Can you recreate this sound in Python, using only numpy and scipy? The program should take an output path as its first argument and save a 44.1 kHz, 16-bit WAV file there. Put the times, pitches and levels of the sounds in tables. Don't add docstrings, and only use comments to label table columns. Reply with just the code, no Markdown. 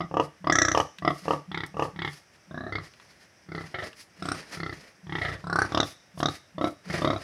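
import sys
import numpy as np
from scipy import signal
from scipy.fft import rfft, irfft
from scipy.io import wavfile
from scipy.ndimage import uniform_filter1d, map_coordinates

SR = 44100
rng = np.random.default_rng(int(sys.argv[2]) if len(sys.argv) > 2 else 0)


def to_wav(sig):
    pcm = np.clip(np.atleast_2d(sig), -1, 1) * 32767
    pcm = np.round(pcm).astype(np.int16)
    wavfile.write(sys.argv[1], SR, pcm.T)


N = 318843

# f/Hz, width/Hz, level/dB
NASAL = [(315, 74, -3), (712, 120, -3), (1100, 28, -5), (1220, 99, 3.2), (2000, 142, -5), (2900, 250, -25),
         (3460, 470, -18.5), (5080, 370, -22)]
OPEN = [(307, 57, -0.5), (520, 170, 0.5), (740, 70, -2), (915, 120, 2), (1190, 71, 6), (1790, 150, -10.5),
        (2850, 340, -13.5), (5650, 1100, -29.5)]
RASP = [(313, 52, -6.5), (651, 160, -13), (1277, 74, -4), (1680, 99, -5), (1860, 170, -4.5),
        (3630, 450, -23), (5750, 130, -13), (5950, 480, -15.5), (7524, 168, -34)]
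SNOUT = [(334, 100, -1.5), (890, 110, -4), (1290, 200, -6), (1947, 194, -1.5), (2180, 54, -2),
         (3323, 467, -22), (3480, 490, -12), (4840, 570, -26.5)]
MUTTER = [(242.5, 39, 1.5), (355, 72, -6), (687, 103, -3.5), (1201, 99, -2.5), (1700, 127, 1),
          (3870, 260, -13.5)]
SNORT = [(361, 68, -5), (654, 176, -4), (1290, 124, -3), (1853, 220, 1.5), (2030, 96, 2), (3000, 250, -11),
         (3690, 740, -13.5)]
PURR = [(350, 100, -2), (760, 200, -11.5), (1344.3, 150, -1), (1846, 100, -1), (2035, 70, 3.5),
        (3420, 410, -16), (4509, 610, -14.5)]
BUZZ = [(311, 105, -1.5), (730, 80, -5.5), (1257, 60, -3), (1436, 150, -1), (2200, 910, -22),
        (3970, 710, -20.5), (5489, 256, -14.5), (7400, 330, -35), (8669, 420, -23)]
HONK = [(356, 140, -12.5), (796, 155, -10), (1200, 99, -2.5), (1477, 72, 1.5), (1620, 270, -9.5),
        (4340, 300, -16), (5510, 321, -17.5), (7489, 591, -43.1), (8960, 1060, -29)]
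DEEP = [(310, 122, -2.0), (727, 144, -3.5), (1210, 65, 1.3), (1420, 250, -8.5), (1860, 220, -15.5),
        (2770, 70, -19), (3670, 320, -10.5), (4236, 120, -25), (5600, 800, -22.5)]
HOLLOW = [(302.4, 78, -1.5), (644, 126, -4.5), (1050, 40, -10.5), (1254, 135, -4.5), (2056, 200, -15),
          (3260, 287, -24.5), (3735, 110, -15), (4800, 1000, -31.5)]
THROATS = dict(nasal=NASAL, open=OPEN, rasp=RASP, snout=SNOUT, mutter=MUTTER, snort=SNORT, purr=PURR, buzz=BUZZ, honk=HONK, deep=DEEP, hollow=HOLLOW)
# first beat t/s, last beat t/s, beats, middle beat's lag/s, crest level/dB, crest place/0-1,
# swell/dB, fade/dB, brightness/(dB per octave), resonance rise/share, chest send/dB,
# lead-in hum level/dB (None: runs on from the grunt before), air level/dB re the slap, throat name
GRUNTS = [ (.0058, .0355, 2, 0, -31, .1, 1, 15, -1.7, 0, -33, -60, -4, "nasal"),
          (.1128, .2264, 5, 0, -21.5, .72, 18, 15, -1, .03, -33, -65, -10, "open"),
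          (.4434, .4981, 3, 0, -21, .85, 19, 1, -.5, .03, -32, -50, -17, "nasal"),
          (.523, .716, 7, -.0019, -22.5, .45, 0, 5.5, .8, .02, -29.5, None, -13, "rasp"),
          (.7485, .8004, 3, .0003, -21, .8, 2, 1, 2.4, .03, -32, None, -13, "open"),
          (1.023, 1.1052, 4, -.001, -21, .6, 19, 10, -1.3, 0, -31, -52, -10, "nasal"),
          (1.2561, 1.362, 5, -.0018, -22.5, .5, 17, 20, -1, 0, -35, -50, -9, "open"),
          (1.5158, 1.6352, 5, -.0009, -34, .3, 8, 3, 1.5, 0, -37, -43, -11.5, "snout"),
          (1.7437, 1.883, 6, -.0046, -25.5, .52, 22, 23, 0, .03, -34, -58, -8, "open"),
          (1.9605, 2.0759, 5, .001, -31.5, .55, 16, 2.5, 1.2, -.06, -35, -52, -8, "snout"),
          (2.5108, 2.6938, 7, .0046, -36.5, .3, 9, 7, -3.3, .1, -38.5, -57, -5, "mutter"),
          (2.7235, 2.8135, 4, 0, -31.5, .28, 5, 22, -1.2, -.04, -33, None, -6, "purr"),
          (3.4882, 3.6391, 6, .0005, -37.5, .38, 13, 10, -3.3, -.06, -37, -65, -6.5, "purr"),
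          (3.743, 3.8237, 3, .003, -38, .4, 1, 3, -2, -.06, -39, None, 1, "snort"),
          (4.2235, 4.347, 5, .001, -31, .74, 8, 13, .6, .06, -35, -52, -11.5, "buzz"),
          (4.572, 4.7264, 6, -.0018, -35.5, .35, 11, 7, -1.2, -.04, -35, -58, -15, "purr"),
          (5.0685, 5.1845, 5, -.0032, -33.5, .75, 18, 2, -.3, .04, -33.5, -49, -10, "snout"),
          (5.215, 5.3482, 5, .0012, -33.5, .05, 0, 14, -.5, -.06, -31, None, 2.5, "snort"),
          (5.4413, 5.6495, 8, -.0028, -22.3, .83, 23, 15, -2, .12, -30, -65, -10, "honk"),
          (5.7212, 5.8297, 5, -.0015, -23.5, .7, 11, 7, .8, .04, -30, None, -17, "deep"),
          (6.176, 6.285, 5, -.001, -24.5, .63, 21, 7, .5, .05, -32, -51, -22, "deep"),
          (6.5817, 6.672, 4, .0005, -25, .6, 10, 8, -1, .09, -35, -48, -7, "hollow"),
          (6.8997, 6.9768, 3, .002, -37.5, .7, 3, 1, -4.5, -.1, -31, -46, 3, "snort"),
          (7.0197, 7.1617, 6, -.0023, -25, .3, 2.5, 10, 0, .08, -29, None, -7, "hollow")]
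# peak t/s, half length/s, level/dB, brightness/(dB per octave)
SNIFFS = [(0.242, 0.019, -49.5, 0), (0.794, 0.045, -48.5, 0), (1.167, 0.065, -55, 1.5),
          (1.312, 0.044, -46.5, -1.5), (1.84, 0.035, -53, 1), (2.129, 0.046, -53.5, 1),
          (2.35, 0.014, -58, -2), (2.851, 0.027, -49.5, -2.5), (3.056, 0.11, -62, -1.5),
          (3.228, 0.018, -53.5, -1.5), (3.646, 0.068, -51, -2.5), (3.857, 0.037, -44.5, -2.5),
          (4.001, 0.021, -46.5, 2), (4.342, 0.084, -44.5, -3), (4.54, 0.041, -42, -2),
          (4.761, 0.1, -53, -2.5), (5.27, 0.085, -43.5, -4.2), (5.682, 0.07, -42, -5),
          (5.882, 0.03, -44.5, 2.5), (6.2, 0.019, -51, 6.5), (6.325, 0.038, -47, 0.5),
          (6.677, .035, -54.5, 3), (6.97, 0.055, -36.5, -3.5), (7.18, 0.11, -48.5, -2.5)]
# f/Hz, level/dB
NOSTRIL_EQ = [(120, -16), (200, -5), (957, -9), (1400, -5), (1650, -5.5), (1840, 0), (3610, -11),
              (5010, -2), (7620, -16), (10200, -13), (15500, -33)]
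# t/s, level/dB, centre f/Hz
SMACKS = [(.985, -34.5, 2500), (1.663, -43, 6000), (2.937, -46.5, 2500), (2.999, -41, 1720),
          (3.93, -42, 1980)]
# f/Hz, level/dB
YARD_EQ = [(18, -54), (30, -12), (81, -2), (173, -1), (455, -8), (606, -5), (996, -11.5), (1870, -6),
           (3400, -17), (5310, -26), (7650, -24), (9680, -24), (15500, -39)]
# delay t/s, gain
ECHOES = [(.0034, 0.022), (.0066, 0.18), (.0085, -0.12), (.0118, 0.18), (.0155, 0.061)]
# f/Hz, t60/s, level/dB
PEN_TAIL = [(312, 0.2, 6), (1230, 0.25, 0), (2500, 0.36, -8.5), (6000, 0.54, -8.5), (13900, 0.085, 6.5)]

TAPS = 4096
PREROLL_S = TAPS // 8 / SR
BINS = np.fft.rfftfreq(TAPS, 1 / SR)
DULLING_DB_PER_OCTAVE, CLOSING_SHARE = .08, .002
CREST_STRETCH = 1.005
HUM_HZ, HUM_LEAD_S = 178, .037
CHEST_START_HZ, CHEST_END_HZ, CHEST_SINK_S = 166, 114, .13
CHEST_TRIM_DB, CHEST_FOLLOWS = -4, .28


def amp(db):
    return 10 ** (np.asarray(db) / 20)


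def unit_rms(x):
    return x / np.sqrt(np.mean(x ** 2) + 1e-20)


def curve(points, hz, column=1):
    points = np.array(points)
    return np.interp(np.log(hz + 1), np.log(points[:, 0] + 1), points[:, column])


def add(mix, at_s, sound):
    start = round(at_s * SR)
    sound = sound[max(-start, 0):]
    part = mix[max(start, 0):][:len(sound)]
    part += sound[:len(part)]


def tilt(hz, slope_db):
    return amp(slope_db * np.log2(np.maximum(hz, 500) / 1200))


def minimum_phase(gain):
    log_gain = np.log(np.r_[gain, gain[-2:0:-1]] + 1e-7)
    return np.exp(np.conj(signal.hilbert(log_gain)))[:len(gain)]


def noise(gain, size):
    return unit_rms(irfft(rfft(rng.standard_normal(size)) * gain, size))


def wobble(size, smoothing):
    return unit_rms(uniform_filter1d(rng.standard_normal(size), size=smoothing))


def yard(wash_db=-60.5, insect_hz=5450, insect_width_hz=650, insect_db=-68.5, throb_db=2):
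    hz = np.fft.rfftfreq(N, 1 / SR)
    insects = noise(np.exp(-((hz - insect_hz) / insect_width_hz) ** 2 / 2), N)
    throb = wobble(N, smoothing=2500)
    wash = noise(amp(curve(YARD_EQ, hz)), N)
    return amp(wash_db) * wash + amp(insect_db + throb_db * throb) * insects


def effort_arch(u, crest, swell_db, fade_db):
    crest = np.clip(crest, .02, .98)
    before = np.maximum(crest - u, 0) / crest
    after = np.maximum(u - crest, 0) / (1 - crest)
    return -swell_db * before ** 1.6 - fade_db * after ** 1.7


def throat_gain(modes, stretch, slope_db, leak_db=-50, leak_hz=7000):
    hz, width, db = np.transpose(modes)[:, :, None]
    peaks = amp(db) / (1 + 5 / 3 * ((BINS / stretch - hz) / width) ** 2)
    leak = amp(leak_db) / (1 + (BINS / leak_hz) ** 2)
    return np.sqrt((peaks ** 2).sum(0) + leak ** 2) * tilt(BINS, slope_db)


def chest_thump(period, chest_hz, width_hz=44, belly_hz=80, belly_width_hz=34, belly_db=-7.5,
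                lead_s=.0045):
    gain = sum(amp(db) / (1 + ((BINS - hz) / width) ** 2) ** 2
               for hz, width, db in [(chest_hz, width_hz, 0), (belly_hz, belly_width_hz, belly_db)])
    gain *= BINS ** 2 / (BINS ** 2 + belly_width_hz ** 2)
    delay = np.exp(-2j * np.pi * BINS * (PREROLL_S - lead_s))
    ring = irfft(minimum_phase(gain + 1e-5) * delay)
    return unit_rms(ring) * np.sqrt(period * SR / TAPS)


def throat_beat(gain, air_db, period, opening_hz=420, snap_hz=1900, spray_db=1, spray_s=.0013,
                gurgle_db=-14, gurgle_s=.0065, air_s=.016, glide=.066, glide_spread=.084, glide_s=.004,
                peel_s=.0015, peel_hz=1600):
    t = np.arange(TAPS) / SR - PREROLL_S
    age = np.maximum(t, 0)
    attack = (1 - np.exp(-age / spray_s)) ** 2
    decays = np.exp(-age / [[spray_s], [gurgle_s], [air_s]])
    spray, gurgle, air = rng.standard_normal((3, TAPS)) * attack * decays
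    air *= np.clip(2 - t / period, 0, 1)
    flow = (opening_hz + 1j * BINS) / (opening_hz - 1j * BINS)
    soft = 1 / (1 + 1j * BINS / snap_hz) ** 2
    slap = rfft(unit_rms(1. * (t == 0))) * flow * soft
    wet = amp(spray_db) * rfft(unit_rms(spray)) * (1 - abs(soft))
    breath = rfft(amp(gurgle_db) * unit_rms(gurgle) + amp(air_db) * unit_rms(air))
    peel = np.exp(-2j * np.pi * peel_s * (BINS / 3 - peel_hz * np.log1p(BINS / peel_hz)))
    ring = irfft((slap + wet + breath) * minimum_phase(gain) * peel)
    bend_s = (glide + glide_spread * rng.standard_normal()) * age * np.exp(-age / glide_s)
    ring = map_coordinates(ring, [np.arange(TAPS) - bend_s * SR], order=3)
    return unit_rms(ring) * np.sqrt(period * SR / TAPS * (1 + amp(air_db) ** 2 / 2))


def grunts(trim_db=.2, shimmer_db=1.1, chest_waver=.07, throat_waver=.01):
    out = np.zeros(N)
    for (first, last, beats, lag, crest_db, crest, swell_db, fade_db,
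         slope_db, rise, chest_db, hum_db, air_db, throat) in GRUNTS:
        u = np.linspace(0, 1, round(beats))
        period = (last - first) / (len(u) - 1)
        times = first + (last - first) * u + lag * 4 * u * (1 - u)
        effort = effort_arch(u, crest, swell_db, fade_db)
        brightness = slope_db + DULLING_DB_PER_OCTAVE * effort
        stretch = CREST_STRETCH + CLOSING_SHARE * effort + rise * (u - .5)
        if hum_db is not None:
            breath_start = first
            hum = chest_thump(period, HUM_HZ, width_hz=25, belly_db=-24)
            add(out, first - HUM_LEAD_S - PREROLL_S, amp(hum_db) * hum)
        air_left = np.exp((breath_start - times) / CHEST_SINK_S)
        chest_hz = CHEST_END_HZ + (CHEST_START_HZ - CHEST_END_HZ) * air_left
        for k, at in enumerate(times - PREROLL_S):
            shimmer, waver, flex = rng.standard_normal(3)
            gain = throat_gain(THROATS[throat], stretch[k] + throat_waver * flex, brightness[k])
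            beat = throat_beat(gain, air_db, period)
            thump = chest_thump(period, chest_hz[k] * (1 + chest_waver * waver))
            add(out, at, amp(trim_db + crest_db + effort[k] + shimmer_db * shimmer) * beat)
            add(out, at, amp(CHEST_TRIM_DB + chest_db + CHEST_FOLLOWS * effort[k]) * thump)
    return out


def pen(x, tail_db=-11.7, build_s=.0053, reflections_per_s=3000):
    t = np.arange(SR) / SR
    scatter = rng.standard_normal(SR) * (rng.random(SR) < reflections_per_s / SR)
    scatter *= 1 - np.exp(-(t / build_s) ** 2)
    hz, age, bands = signal.stft(scatter, SR, nperseg=256)
    band_db, t60 = curve(PEN_TAIL, hz, column=2), curve(PEN_TAIL, hz)
    bands *= amp(band_db[:, None] - 60 * age / t60[:, None])
    response = signal.istft(bands, SR, nperseg=256)[1]
    response *= amp(tail_db) / np.linalg.norm(response)
    direct = (.00052, .99)
    for delay, gain in [direct, *ECHOES]:
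        add(response, delay, np.array([gain]))
    return signal.fftconvolve(x, response)[:N]


def sniffs(flutter_db=3.2):
    out, t = np.zeros(N), np.arange(-SR // 2, SR // 2) / SR
    hz = np.fft.rfftfreq(len(t), 1 / SR)
    for peak_s, half_s, db, slope_db in SNIFFS:
        swell = np.exp(-(t / half_s) ** 2 / 2)
        flutter = wobble(len(t), smoothing=800)
        hiss = noise(amp(curve(NOSTRIL_EQ, hz)) * tilt(hz, slope_db), len(t))
        add(out, peak_s + t[0], amp(db + flutter_db * flutter) * swell * hiss)
    return out


def lip_smacks(decay_s=.0029):
    out, t = np.zeros(N), np.arange(TAPS) / SR
    for at, db, hz in SMACKS:
        colour = minimum_phase(1 / (1 + np.log2((BINS + 1) / hz) ** 4))
        add(out, at, amp(db) * noise(colour, TAPS) * np.exp(-t / decay_s))
    return out


def scene():
    pigs = grunts() + sniffs() + lip_smacks()
    return (pen(pigs) + yard())[None]


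def record(dry, low_cut_hz=54, high_cut_hz=15900):
    thin = signal.sosfilt(signal.butter(3, low_cut_hz, "high", fs=SR, output="sos"), dry)
    high_cut = signal.firwin(511, high_cut_hz, window=("kaiser", 9), fs=SR)
    return signal.oaconvolve(thin, high_cut[None], "same")


dry = scene()
out = record(dry)
to_wav(out)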